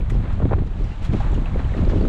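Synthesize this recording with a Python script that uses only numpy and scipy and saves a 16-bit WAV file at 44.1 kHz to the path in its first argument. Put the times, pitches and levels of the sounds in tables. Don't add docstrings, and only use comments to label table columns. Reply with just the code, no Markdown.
import sys
import numpy as np
from scipy import signal
from scipy.fft import rfft, irfft
from scipy.io import wavfile
from scipy.ndimage import map_coordinates

SR = 44100
rng = np.random.default_rng(int(sys.argv[2]) if len(sys.argv) > 2 else 0)


def attenuation_scalar(level_db):
    decades = np.asarray(level_db, float) / 20
    return 10 ** decades


def to_wav(sig):
    pcm = np.clip(np.atleast_2d(sig), -1, 1) * 32767
    pcm = np.round(pcm).astype(np.int16)
    wavfile.write(sys.argv[1], SR, pcm.T)


N = 92080

# t/s, level/dB
WIND_FORCE = [(0.0, -16), (0.16, -18.5), (0.26, -21.5), (0.34, -14), (0.37, -20.5), (0.62, -16.5),
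              (0.64, -24), (0.84, -20.5), (0.89, -19.5), (0.98, -26.5), (1.12, -17.5), (1.25, -18.5),
              (1.47, -21.5), (1.57, -14.5), (1.61, -26), (1.64, -17.5), (2.03, -14.5), (2.09, -16.5)]
# t/s, level/dB
GUSTS = [(0.0, -32.5), (0.06, -44), (0.13, -31), (0.33, -37), (0.45, -29), (0.75, -40), (0.81, -33),
         (0.96, -46), (1.03, -37), (1.05, -45), (1.14, -21), (1.2, -39.5), (1.39, -27), (1.47, -38),
         (1.56, -29), (1.71, -41), (1.75, -31), (2.09, -25)]
# f/Hz, level per Hz/dB
RUMBLE_COLOUR = [(8, -22), (22, -1), (36, 3.5), (50, -5.5), (75, -6), (125, -13), (200, -29), (400, -77)]
# t/s, level/dB
SEA_LEVEL = [
    (0.0, -48),
    (0.4, -46.5),
    (0.66, -48.5),
    (0.85, -48),
    (1.18, -43),
    (1.68, -43.5),
    (2.09, -45),
]
# f/Hz, level per Hz/dB
WASH_COLOUR = [(250, -6), (600, 5.5), (2800, -9), (4000, -13), (5200, -24.5), (7300, -22), (10000, -35),
               (15500, -69.5)]
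# t of crest/s, level/dB, rise/s, fall/s
SPLASHES = [(.008, -72, 0.0096, 0.011), (.0995, -47, 0.0012, 0.0029), (.104, -47, 0.0024, 0.014),
            (.532, -57, 0.0089, 0.0069), (.6, -75, 0.017, 0.025), (.81, -52, 0.048, 0.057),
            (.92, -55, 0.039, 0.11), (1.6, -51.5, 0.023, 0.032), (1.97, -49.5, 0.038, 0.083),
            (.843, -53, 0.0042, 0.06), (.152, -51, 0.044, 0.019), (.335, -52, 0.0092, .015),
            (.675, -49, 0.014, 0.0072), (1.03, -47, 0.012, .008), (1.056, -41, 0.015, 0.018),
            (1.136, -43, 0.015, 0.01), (1.17, -46, 0.018, .03), (1.21, -45.5, 0.0091, .015),
            (1.345, -39.5, 0.00083, .006), (1.376, -57, .0015, .005), (1.46, -65, 0.0025, .04),
            (1.77, -46, .004, 0.056), (1.851, -43, 0.0016, 0.0036), (1.906, -43, 0.017, 0.017),
            (2.054, -49, 0.0026, .006)]
# f/Hz, level per Hz/dB
SPRAY_COLOUR = [(700, 11.5), (2000, 9), (3500, 5.5), (5200, -1.5), (7500, -9.5), (10500, -22),
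                (12800, -28.5), (15000, -66)]
# t of crest/s, level/dB, rise/s, fall/s
MISTS = [
    (.103, -48.5, 0.0054, .007),
    (.33, -62.5, .008, .008),
    (1.03, -58, .005, .006),
    (1.052, -52, .01, .01),
    (1.135, -61, .006, .006),
    (1.32, -68, .005, .006),
    (1.348, -67, .006, .01),
    (1.905, -66, .01, .008),
]
# f/Hz, level per Hz/dB
MIST_COLOUR = [(1500, -15), (3000, -4), (5000, -6.5), (7500, -0.5), (9500, -9), (12000, -14),
               (13500, -30.5), (16000, -52)]
# t of crest/s, level/dB, rise/s, fall/s
SLAPS = [(.1, -35.5, 0.0016, 0.0053), (.205, -49, .005, .01), (.255, -41.5, 0.037, 0.044),
         (.33, -46, 0.049, 0.025), (.425, -45.5, 0.009, 0.012), (.454, -37.5, .002, 0.0039),
         (.494, -39.5, 0.0044, 0.0045), (.512, -35.5, 0.0015, 0.0027), (.525, -34.5, 0.0023, 0.0032),
         (.535, -35.5, 0.0032, 0.0052), (.595, -43.5, 0.019, 0.02), (1.204, -39, .002, .01),
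         (1.24, -40, 0.015, 0.037), (1.28, -45, 0.014, 0.0097), (1.39, -56, 0.0091, .015),
         (1.47, -38, 0.013, .02), (1.6, -38.5, 0.032, 0.023), (1.79, -41.5, 0.021, 0.017),
         (1.9, -40.5, 0.0092, 0.032), (1.98, -46.5, 0.012, 0.012), (2.014, -45.5, 0.0017, 0.0089),
         (2.056, -46, 0.0031, 0.0071)]
# f/Hz, level per Hz/dB
SLAP_COLOUR = [(250, -19), (600, 2), (1100, 2), (1800, -4.5), (3000, -15.5), (4200, -20), (6000, -53)]
# t/s, peak level/dB, f/Hz, time to die by 60 dB/s
BUBBLES = [(.008, -35, 2430, 0.014), (0.134, -35, 1020, 0.025), (0.104, -30, 2060, 0.025),
           (.842, -44, 5500, 0.01), (0.914, -46, 2710, 0.18), (1.05, -39, 3300, 0.026),
           (1.136, -34, 2380, 0.032), (1.202, -22, 791, 0.07), (1.24, -28, 1320, 0.021),
           (1.317, -51, 7560, 0.051), (1.319, -50, 5950, .015), (1.342, -42, 6800, 0.0092),
           (1.351, -39.5, 2850, 0.056), (1.366, -51, 6940, 0.011), (1.457, -31.5, 2640, 0.031),
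           (1.513, -26, 1055, 0.025), (1.697, -37, 1900, 0.015), (1.738, -30.5, 1910, 0.039),
           (1.775, -37, 2580, 0.03), (1.837, -52, 7240, .015), (1.891, -48.5, 5000, 0.048),
           (1.959, -42.5, 3040, 0.041), (2.011, -41.5, 4460, 0.022), (2.051, -20.5, 1280, 0.014),
           (2.055, -39, 2350, .015), (1.644, -38.5, 2950, 0.034), (1.543, -34, 2150, .02),
           (1.85, -39, 4050, 0.011), (2.027, -41, 4420, 0.02), (1.74, -46, 3800, .02),
           (1.17, -36, 1220, 0.034)]
# t/s, peak level/dB, f/Hz
WHIPS = [(0.122, -21.5, 346), (.153, -20.5, 400), (.404, -18.5, 560), (.43, -24.5, 800), (.422, -17, 520),
         (.436, -11.5, 152), (.447, -11, 96), (.456, -8.5, 277), (0.385, -15, 171), (.204, -25.5, 298),
         (0.611, -13, 103), (.8, -18, 155), (0.518, -13.5, 350), (.566, -21.5, 318), (0.584, -17.5, 300),
         (0.621, -19, 320), (0.636, -30.5, 420), (.81, -24, 314), (0.919, -27.5, 296), (1.25, -25.5, 396),
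         (1.65, -23, 273), (1.68, -31, 295), (.03, -28, 342), (0.261, -25.5, 457), (1.8, -16.5, 134),
         (1.856, -16, 130), (1.146, -16.5, 200), (1.1, -16.5, 124), (1.832, -10, 175), (1.963, -10.5, 260),
         (1.983, -24, 330), (1.778, -26, 337), (2.025, -17, 220), (2.069, -14, 260), (.505, -34, 507),
         (.512, -15.5, 665), (0.523, -19, 720), (.532, -11.5, 494), (.537, -14, 990), (0.546, -31, 600),
         (0.599, -25, 395), (1.019, -30.5, 235), (1.106, -30, 250), (1.143, -22, 418), (1.331, -17.5, 345),
         (1.378, -19.5, 420), (1.561, -16.5, 445), (1.597, -23.5, 400), (1.722, -24.5, 490),
         (1.75, -22, 390), (1.824, -22.5, 620), (1.838, -21.5, 546), (1.878, -16, 388), (1.935, -16.5, 450),
         (1.958, -23, 394), (2.013, -12.5, 380), (2.042, -17.5, 350)]


def read(points, hz):
    f, value = np.transpose(points)
    return np.interp(np.log(hz + 1), np.log(f + 1), value)


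def level_curve(table):
    t, level = np.transpose(table)
    return np.interp(np.arange(N) / SR, t, level)


def evened(x):
    return x / np.sqrt(np.mean(x ** 2) + 1e-20)


def add(mix, s, sound):
    part = mix[max(round(s * SR), 0):][:len(sound)]
    part += sound[:len(part)]


def coloured(x, points):
    gain = attenuation_scalar(read(points, np.fft.rfftfreq(len(x), 1 / SR)))
    return evened(irfft(rfft(x) * gain, len(x)))


def lumps(per_s):
    slowness = 1 + (np.fft.rfftfreq(N, 1 / SR) / per_s) ** 4
    return evened(irfft(rfft(rng.standard_normal(N)) / slowness, N))


def grains(per_s, low_hz, top_hz, cycles, tilt_db, spread_db, count=24):
    size = attenuation_scalar(spread_db * np.minimum(rng.exponential(1, N), 5))
    size *= rng.random(N) < per_s / SR
    size *= rng.choice([-1., 1.], N)
    kind = rng.integers(0, count, N)
    out = np.zeros(N)
    for k, hz in enumerate(np.geomspace(low_hz, top_hz, count)):
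        u = np.arange(0, 1, hz / cycles / SR)
        wavelet = np.sin(np.pi * u) ** 2 * np.sin(2 * np.pi * cycles * u)
        level = attenuation_scalar(tilt_db * np.log2(hz / low_hz))
        out += level * signal.oaconvolve(size * (kind == k), wavelet)[:N]
    return evened(out)


def steadied(x, window_s):
    share = 0.79
    window = np.hanning(round(window_s * SR)) * 2 / (window_s * SR)
    power = signal.oaconvolve(x ** 2, window, "same")
    return evened(x / (abs(power) + 0.081) ** (share / 2))


def wind():
    force, gust = level_curve(WIND_FORCE), level_curve(GUSTS)
    rumble = steadied(coloured(rng.standard_normal(N), RUMBLE_COLOUR), window_s=0.15)
    rumble *= attenuation_scalar(2.5 * lumps(per_s=6.9))
    eddies = grains(1400, 132.4, 837, cycles=1.567, tilt_db=-10, spread_db=3.0)
    place = np.cumsum(attenuation_scalar(0.2 * (gust - gust.mean())))
    eddies = map_coordinates(eddies, [place], order=3, mode="mirror")
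    eddies = steadied(eddies, window_s=0.062)
    eddy_level = attenuation_scalar(gust + 3.5 + 1.6 * lumps(per_s=40))
    return attenuation_scalar(force - 0.5) * rumble + eddy_level * eddies


def wash():
    surf = evened(rng.standard_normal(N))
    fizz = grains(3200, 799, 7100, cycles=7.17, tilt_db=4.0, spread_db=1.5)
    water = coloured(surf + attenuation_scalar(-8.5) * fizz, WASH_COLOUR)
    flicker_db = 0.8 * lumps(per_s=3.4)
    return water * attenuation_scalar(level_curve(SEA_LEVEL) + 1 + flicker_db)


def gurgles():
    blips = grains(130, 486.7, 3920, cycles=8.3, tilt_db=-2.0, spread_db=2.5)
    return attenuation_scalar(level_curve(SEA_LEVEL) + 1 - 10) * blips


def splashes(table, colour, crackle_db):
    t = np.arange(N) / SR
    shape = np.zeros(N)
    for s, db, rise, fall in table:
        fading = np.where(t < s, ((s - t) / rise) ** 2, (t - s) / fall)
        shape += attenuation_scalar(db) * np.exp(-fading)
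    drops = rng.standard_normal(N) * attenuation_scalar(crackle_db * lumps(per_s=350))
    return shape * coloured(drops, colour)


def bubbles():
    rise_per_s, roughness_rad, onset_cycles = 0.8, 0.7, 2.5
    out = np.zeros(N)
    t = np.arange(0, 0.1, 1 / SR)
    slow = signal.butter(4, 350, fs=SR, output="sos")
    wobbles = signal.sosfilt(slow, rng.standard_normal((len(BUBBLES), len(t))))
    to_silence = np.cos(np.pi / 2 * t / t[-1])
    for (s, db, hz, t60), wobble in zip(BUBBLES, wobbles):
        creeping_t = t + rise_per_s * t ** 2 / 2
        tone = np.sin(2 * np.pi * hz * creeping_t + roughness_rad * evened(wobble))
        onset = np.sin(np.pi / 2 * np.minimum(t * hz / onset_cycles, 1)) ** 2
        add(out, s, attenuation_scalar(db - 60 * t / t60) * onset * tone * to_silence)
    return out


def whips():
    level_db, tightness, hiss_db, puff_s = -1.5, 1.5, -18.5, 0.0059
    out = np.zeros(N)
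    t = np.arange(-0.015, 0.015, 1 / SR)
    hiss = rng.standard_normal((len(WHIPS), len(t)))
    for (s, db, hz), noise in zip(WHIPS, hiss):
        band = signal.butter(4, [0.72 * hz, 2.36 * hz], "band", fs=SR, output="sos")
        puff = evened(signal.sosfilt(band, noise)) * np.exp(-(t / puff_s) ** 2)
        crack = np.exp(-(t * hz * tightness) ** 2) * np.cos(2 * np.pi * hz * t)
        add(out, s + t[0], attenuation_scalar(db + level_db) * (attenuation_scalar(hiss_db) * puff - crack))
    return out


def scene():
    knee = attenuation_scalar(-8)
    air = knee * np.tanh(wind() / knee) + whips()
    dulling = signal.butter(4, 3300, fs=SR, output="sos")
    air = signal.sosfiltfilt(dulling, air)
    water = wash() + gurgles() + bubbles()
    water += splashes(SPLASHES, SPRAY_COLOUR, crackle_db=0.5)
    water += splashes(MISTS, MIST_COLOUR, crackle_db=1.9)
    water += splashes(SLAPS, SLAP_COLOUR, crackle_db=3.1)
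    return (air + water)[None]


def low_pass(x):
    return signal.sosfilt(signal.butter(12, 15710, fs=SR, output="sos"), x)


def record(dry):
    hiss = attenuation_scalar(-94) * rng.standard_normal(dry.shape)
    offset = -0.008
    return low_pass(dry + hiss + offset)


dry = scene()
out = record(dry)
to_wav(out)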